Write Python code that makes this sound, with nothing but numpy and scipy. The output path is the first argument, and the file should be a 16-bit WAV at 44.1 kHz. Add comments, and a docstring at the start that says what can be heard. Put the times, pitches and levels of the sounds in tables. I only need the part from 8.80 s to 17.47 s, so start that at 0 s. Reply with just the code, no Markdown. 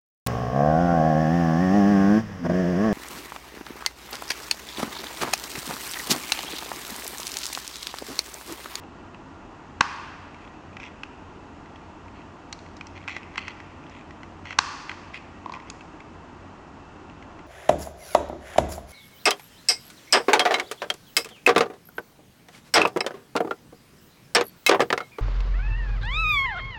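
"""A bare, ringing room, with a metal pocket watch handled close to the microphone.
Twice the cover is snapped shut past its catch, hard enough to overload the microphone. In between, bow and
chain tick and scrape on the case; after the second snap the open cover bounces on its hinge stop.
Each touch rings the hand-damped metal and carries into the room. Faint hiss and hum lie underneath."""
import sys
import numpy as np
from scipy import signal
from scipy.fft import rfft, irfft
from scipy.io import wavfile

SR = 44100
rng = np.random.default_rng(int(sys.argv[2]) if len(sys.argv) > 2 else 0)


def persist_wave(psi):
    """Save psi, clipped to +-1, as 16-bit WAV."""
    counts = np.round(np.clip(psi, -1, 1) * 32767).astype(np.int16)
    wavfile.write(sys.argv[1], SR, np.atleast_2d(counts).T)


N = 382347


def from_db(db):
    """Decibels to gain."""
    return 10 ** (np.asarray(db) / 20)


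def rms_one(x):
    """Scale to rms 1."""
    return x / np.sqrt(np.mean(x ** 2) + 1e-20)


def at_hz(points, hz):
    """Read a curve on a log-frequency axis."""
    freqs, values = np.transpose(points)
    return np.interp(np.log(np.maximum(hz, 1)), np.log(freqs), values)


def seconds(length_s):
    """Time axis of the given length."""
    return np.arange(int(length_s * SR)) / SR


def add(out, start_s, sound):
    """Mix a sound in at start_s."""
    at = max(int(start_s * SR), 0)
    out[at:at + len(sound)] += sound[:N - at]


def coloured_noise(gain_at):
    """Noise of rms 1 whose spectrum follows a function of Hz."""
    spectrum = rfft(rng.standard_normal(N)) * gain_at(np.fft.rfftfreq(N, 1 / SR))
    return rms_one(irfft(spectrum, N))


# Colour of the microphone amplifier's hiss: frequency_hz, relative_db
HISS_COLOUR = [(15, -38), (25, -8.5), (89, -4.5), (118, -10.5), (140, -4), (184, -6), (289, -3), (514, -13),
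               (694, -9.5), (1010, -9.5), (1750, -19.5), (2610, -28), (3520, -32.5), (7080, -36.5),
               (9800, -56), (12700, -93), (21600, -120)]

def hiss(level_db):
    """The amplifier's steady noise floor, strongest in the bass."""
    return from_db(level_db) * coloured_noise(lambda hz: from_db(at_hz(HISS_COLOUR, hz)))


# Hum and whines behind the watch: pitch_hz, half_width_hz, level_db
HUM_BANDS = [(55.3, 4.6, -62), (89, 6.1, -54.5), (311, 38, -57.5), (934, 41, -61.5), (1192, 8.9, -66.5),
             (1395, 6.8, -66), (1910, 12, -69), (2660, 16, -69), (2730, 470, -64.5)]

def hum():
    """Low hum and faint whines, each a narrow band of noise that wavers."""
    return sum(from_db(level_db) * coloured_noise(lambda hz: 1 / (1 + ((hz - pitch_hz) / width_hz) ** 2))
               for pitch_hz, width_hz, level_db in HUM_BANDS)


# Decay of the bare room: frequency_hz, t60_s
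ROOM_DECAY = [(300, 2.5), (1100, 1.35), (2500, 1.8), (5000, 1.16), (9000, 1.2)]
# Colour of its tail at the microphone: frequency_hz, relative_db
TAIL_COLOUR = [(400, -20), (650, -4.5), (1150, 3.5), (1600, -0.5), (2100, 0.5), (3100, 0), (4000, -6),
               (5000, 2), (7000, -3.5), (10000, -0.5)]

def room(sound, wet_db, build_s):
    """In each band the room stores the sound's energy and lets it die away as diffuse noise."""
    out, white = np.zeros(N), rng.standard_normal((2, N))
    edges_hz = np.geomspace(400, 11000, 25)
    build = np.exp(-1 / (build_s * SR))
    for k, (low, high) in enumerate(zip(edges_hz, edges_hz[1:])):
        centre_hz = np.sqrt(low * high)
        band = signal.butter(3, [low, high], "band", fs=SR, output="sos")
        keep = from_db(-60 / (at_hz(ROOM_DECAY, centre_hz) * SR)) ** 2
        energy = signal.sosfilt(band, sound + 1e-9 * white[0]) ** 2
        arriving = signal.lfilter([1 - build], [1, -build], energy)
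        stored = signal.lfilter([1 - keep], [1, -keep], arriving)
        noise = rms_one(signal.sosfilt(band, white[k % 2]))
        out += from_db(wet_db + at_hz(TAIL_COLOUR, centre_hz)) * np.sqrt(stored) * noise
    return out


# Modes of the watch's cover, case and rim, damped by the hand: pitch_hz, width_hz, relative_db
COVER_MODES = [(850, 150, -2), (1146, 180, 3), (1630, 170, 2)]
CASE_MODES = [(2000, 194, 3), (2453, 207, 4), (2640, 265, 4), (3320, 260, -3)]
RIM_MODES = [(3860, 185, -5.5), (4300, 360, 0.5), (4680, 1330, 2), (5600, 920, 1), (6670, 820, -6),
             (7250, 230, -9.5), (8000, 1500, -12), (9000, 940, -20)]

def ring(force, modes, scatter_db, favoured_hz=None, lift_db=8.5, reach_octaves=.16):
    """A force rings the metal's modes; the spot that is touched favours those around one pitch."""
    out = 0
    for k, (pitch_hz, width_hz, level_db) in enumerate(modes):
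        radius = np.exp(-np.pi * width_hz / SR)
        feedback = [1, -2 * radius * np.cos(2 * np.pi * pitch_hz / SR), radius ** 2]
        mode = rms_one(signal.lfilter([1, 0, -1], feedback, force))
        if favoured_hz:
            level_db += lift_db * np.exp(-(np.log2(pitch_hz / favoured_hz) / reach_octaves) ** 2)
        out += (-1) ** k * from_db(level_db + scatter_db * rng.standard_normal()) * mode
    top_hz = 1.3 * modes[-1][0]  # little is radiated above the highest mode
    return rms_one(signal.sosfilt(signal.butter(2, top_hz, fs=SR, output="sos"), out))


def contact(parts, grit, grit_s, scatter_db, favoured_hz=None):
    """One impact with a short gritty slide rings each part, given as (modes, level_db)."""
    t = seconds(.04)
    force = (t == 0) + grit * rng.standard_normal(len(t)) * np.exp(-t / grit_s)
    ringing = sum(from_db(db) * ring(force, modes, scatter_db, favoured_hz) for modes, db in parts)
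    return ringing / np.sqrt(10)  # levels count the energy as if packed into 4 ms


def tick(level_db, favoured_hz):
    """A light touch of metal on the case; cover and rim ring along more softly."""
    parts = [(CASE_MODES, level_db), (COVER_MODES, level_db - 5.5), (RIM_MODES, level_db - 15)]
    return contact(parts, grit=.096, grit_s=.0029, scatter_db=1, favoured_hz=favoured_hz)


# Metal sliding on the case, faint even this close: start_s, end_s, level_db
SLIDES = [(1.592, 1.67, -58), (1.987, 2.102, -49), (2.998, 3.08, -64), (3.33, 3.43, -58), (4.15, 4.19, -48),
          (4.263, 4.397, -42), (4.57, 4.598, -37.5), (4.574, 4.739, -46.5), (5.086, 5.224, -54.5),
          (5.638, 5.756, -45.5), (6.33, 6.386, -41.5), (6.717, 6.784, -50.5), (6.87, 6.897, -54)]

def scrapes(slips_per_s, spread_db):
    """Sliding metal sticks and slips: dense uneven clicks drive case and rim."""
    out = np.zeros(N)
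    slipping = rng.random(N) < slips_per_s / SR
    slips = slipping * rng.standard_normal(N) * from_db(spread_db * rng.standard_normal(N)) + 1e-12
    for start_s, end_s, level_db in SLIDES:
        force = slips[int(start_s * SR):int(end_s * SR)]
        force = force * signal.windows.tukey(len(force), .5)
        case = ring(force, CASE_MODES, scatter_db=1)
        rim = from_db(-13) * ring(force, RIM_MODES, scatter_db=4)
        add(out, start_s, from_db(level_db) * (case + rim))
    return out


def chain_jostle(touches_per_s, reach_s, level_db, spread_db):
    """Around each slide, a few loose chain links touch the case at random."""
    out = np.zeros(N)
    for start_s, end_s, _ in SLIDES:
        first_s, span_s = start_s - reach_s, end_s - start_s + 2 * reach_s
        for when, strength, spot in rng.random((round(touches_per_s * span_s), 3)):
            favoured_hz = CASE_MODES[int(spot * len(CASE_MODES))][0]
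            touch_db = level_db + spread_db * (2 * strength - 1)
            add(out, first_s + when * span_s, tick(touch_db, favoured_hz))
    return out


# Small knocks on the case, close to the microphone: start_s, level_db, favoured_hz
CASE_TICKS = [(0.0358, -48.5, 2670), (0.3454, -44, 2620), (1.5448, -45, 2280), (1.9683, -35.5, 2220),
              (2, -38.5, 2360), (2.031, -39, 2460), (2.0383, -40, 2510), (2.234, -30, 2680),
              (2.8589, -48.5, 1980), (3.863, -45.5, 2000), (4.0102, -33.5, 2300), (4.2778, -29, 2350),
              (4.2834, -29, 2450), (4.294, -32, 2290), (4.3653, -28.5, 1970), (4.4308, -42, 2470),
              (4.5576, -34, 1970), (4.5791, -22, 2190), (4.6806, -29.5, 2120), (4.802, -39.5, 2060),
              (5.3078, -41.5, 2060), (5.4323, -39, 2000), (5.6553, -37.5, 1960), (5.707, -31, 1950),
              (5.728, -32.5, 1950), (6.0943, -28, 1820), (6.115, -33, 2020), (6.343, -35.5, 2300),
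              (6.7377, -34.5, 2450), (6.8006, -43, 1960), (7.0086, -41, 2590), (7.204, -42.5, 2330),
              (8.298, -47, 2670), (8.4253, -43.5, 1830), (8.5913, -46, 2000)]

def ticks():
    """Bow and crown knock on the case as the watch is turned in the hand."""
    out = np.zeros(N)
    for start_s, level_db, favoured_hz in CASE_TICKS:
        add(out, start_s, tick(level_db, favoured_hz))
    return out


# Hinge and chain clinking on the rim: start_s, level_db, pitch_hz
RIM_CLINKS = [(3.7273, -31.5, 4080), (3.79, -48.5, 4100), (3.9675, -47, 5600), (4.0693, -43, 5600),
              (4.577, -40, 4300), (4.6825, -44.5, 5600), (5.0968, -53, 5600), (6.721, -44.5, 4300),
              (6.9007, -34, 7150)]

def clinks(tone_t60_s):
    """Bright touches on the rim, where the hand does not damp it: a thin tone rings on."""
    out, t = np.zeros(N), seconds(.5)
    for start_s, level_db, pitch_hz in RIM_CLINKS:
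        parts = [(RIM_MODES, level_db), (CASE_MODES, level_db - 5.5), (COVER_MODES, level_db - 7)]
        add(out, start_s, contact(parts, grit=.17, grit_s=.0026, scatter_db=3.5, favoured_hz=pitch_hz))
        fade = from_db(level_db - 33 - 60 * t / tone_t60_s)
        add(out, start_s, fade * np.sin(2 * np.pi * pitch_hz * t))
    return out


# Modes of the open cover against its hinge stop: pitch_hz, width_hz, relative_db
HINGE_MODES = [(980, 164, 2), (1106, 120, 1), (1950, 250, -22), (3900, 600, -39)]

def cover_bounces(start_s, count, gap_s=.0357, gap_kept=.72, first_db=-26.5, loss_db=2.5, chatter_db=-36):
    """The sprung cover knocks on its stop, sooner and softer, and ends in an even chatter."""
    out = np.zeros(N)
    for k in range(count):
        level_db = max(first_db - loss_db * k, chatter_db)
        add(out, start_s, contact([(HINGE_MODES, level_db)], grit=.048, grit_s=.0016, scatter_db=1))
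        start_s += gap_s * gap_kept ** k
    return out


# The dull thump under a snap: pitch_hz, width_hz, relative_db
THUMP_MODES = [(134, 1250, 0.082), (326, 1600, -1.1)]
# The cover rides up the catch, the catch springs over, the rims meet, the cover seats.
# Levels are relative to the snap's: delay_s, cover_db, case_db, rim_db, thump_db
CLOSING_STAGES = [(0, -18.5, -28, -22.5, -2), (.0017, 0, -4, -6.5, -7), (.0028, -16.5, -12.5, -2, -8),
                  (.0037, -3.5, -20.5, -8, 7.5)]
# The cover shutting right by the microphone: start_s, cover_db, case_db, rim_db, thump_db, cover_hz
COVER_SNAPS = [(1.0067, -9, -10, -16.5, -30, 1460), (5.786, -11, -11.5, -10.5, -42, 1080)]

def cover_snaps(catch_hz, rims_hz):
    """The cover is forced past the catch: four clean, hard impacts within milliseconds."""
    out = np.zeros(N)
    for start_s, *levels_db, cover_hz in COVER_SNAPS:
        favoured_hz = (cover_hz, catch_hz, rims_hz, cover_hz)
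        for (delay_s, *shares_db), hz in zip(CLOSING_STAGES, favoured_hz):
            parts = zip((COVER_MODES, CASE_MODES, RIM_MODES, THUMP_MODES), np.add(levels_db, shares_db))
            impact = contact(parts, grit=.02, grit_s=.001, scatter_db=.5, favoured_hz=hz)
            add(out, start_s + delay_s, impact)
    return out


def scene():
    """The watch close up, with the room's tail and the hum behind it, in mono."""
    watch = cover_snaps(catch_hz=2930, rims_hz=3920) + ticks() + clinks(tone_t60_s=.35)
    watch += cover_bounces(start_s=6.6603, count=7)
    watch += scrapes(slips_per_s=2500, spread_db=3.5)
    watch += chain_jostle(touches_per_s=11, reach_s=.06, level_db=-49.5, spread_db=3)
    return (watch + room(watch, wet_db=-12.5, build_s=.0022) + hum())[None]


def record(dry):
    """The snaps overload the microphone; its amplifier dulls the treble and adds hiss and a whine."""
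    ceiling, treble_edge_hz, whine_hz, stopband_hz = .68, 8000, 11025, 11663
    clipped = dry / (1 + (dry / ceiling) ** 4) ** (1 / 4)
    dulled = signal.sosfilt(signal.butter(4, treble_edge_hz, fs=SR, output="sos"), clipped)
    whine = from_db(-88.5) * np.sin(2 * np.pi * whine_hz * np.arange(N) / SR)
    top_cut = signal.cheby2(14, 50, stopband_hz, fs=SR, output="sos")
    return signal.sosfilt(top_cut, dulled + hiss(level_db=-45) + whine)


dry = scene()
out = record(dry)
persist_wave(out)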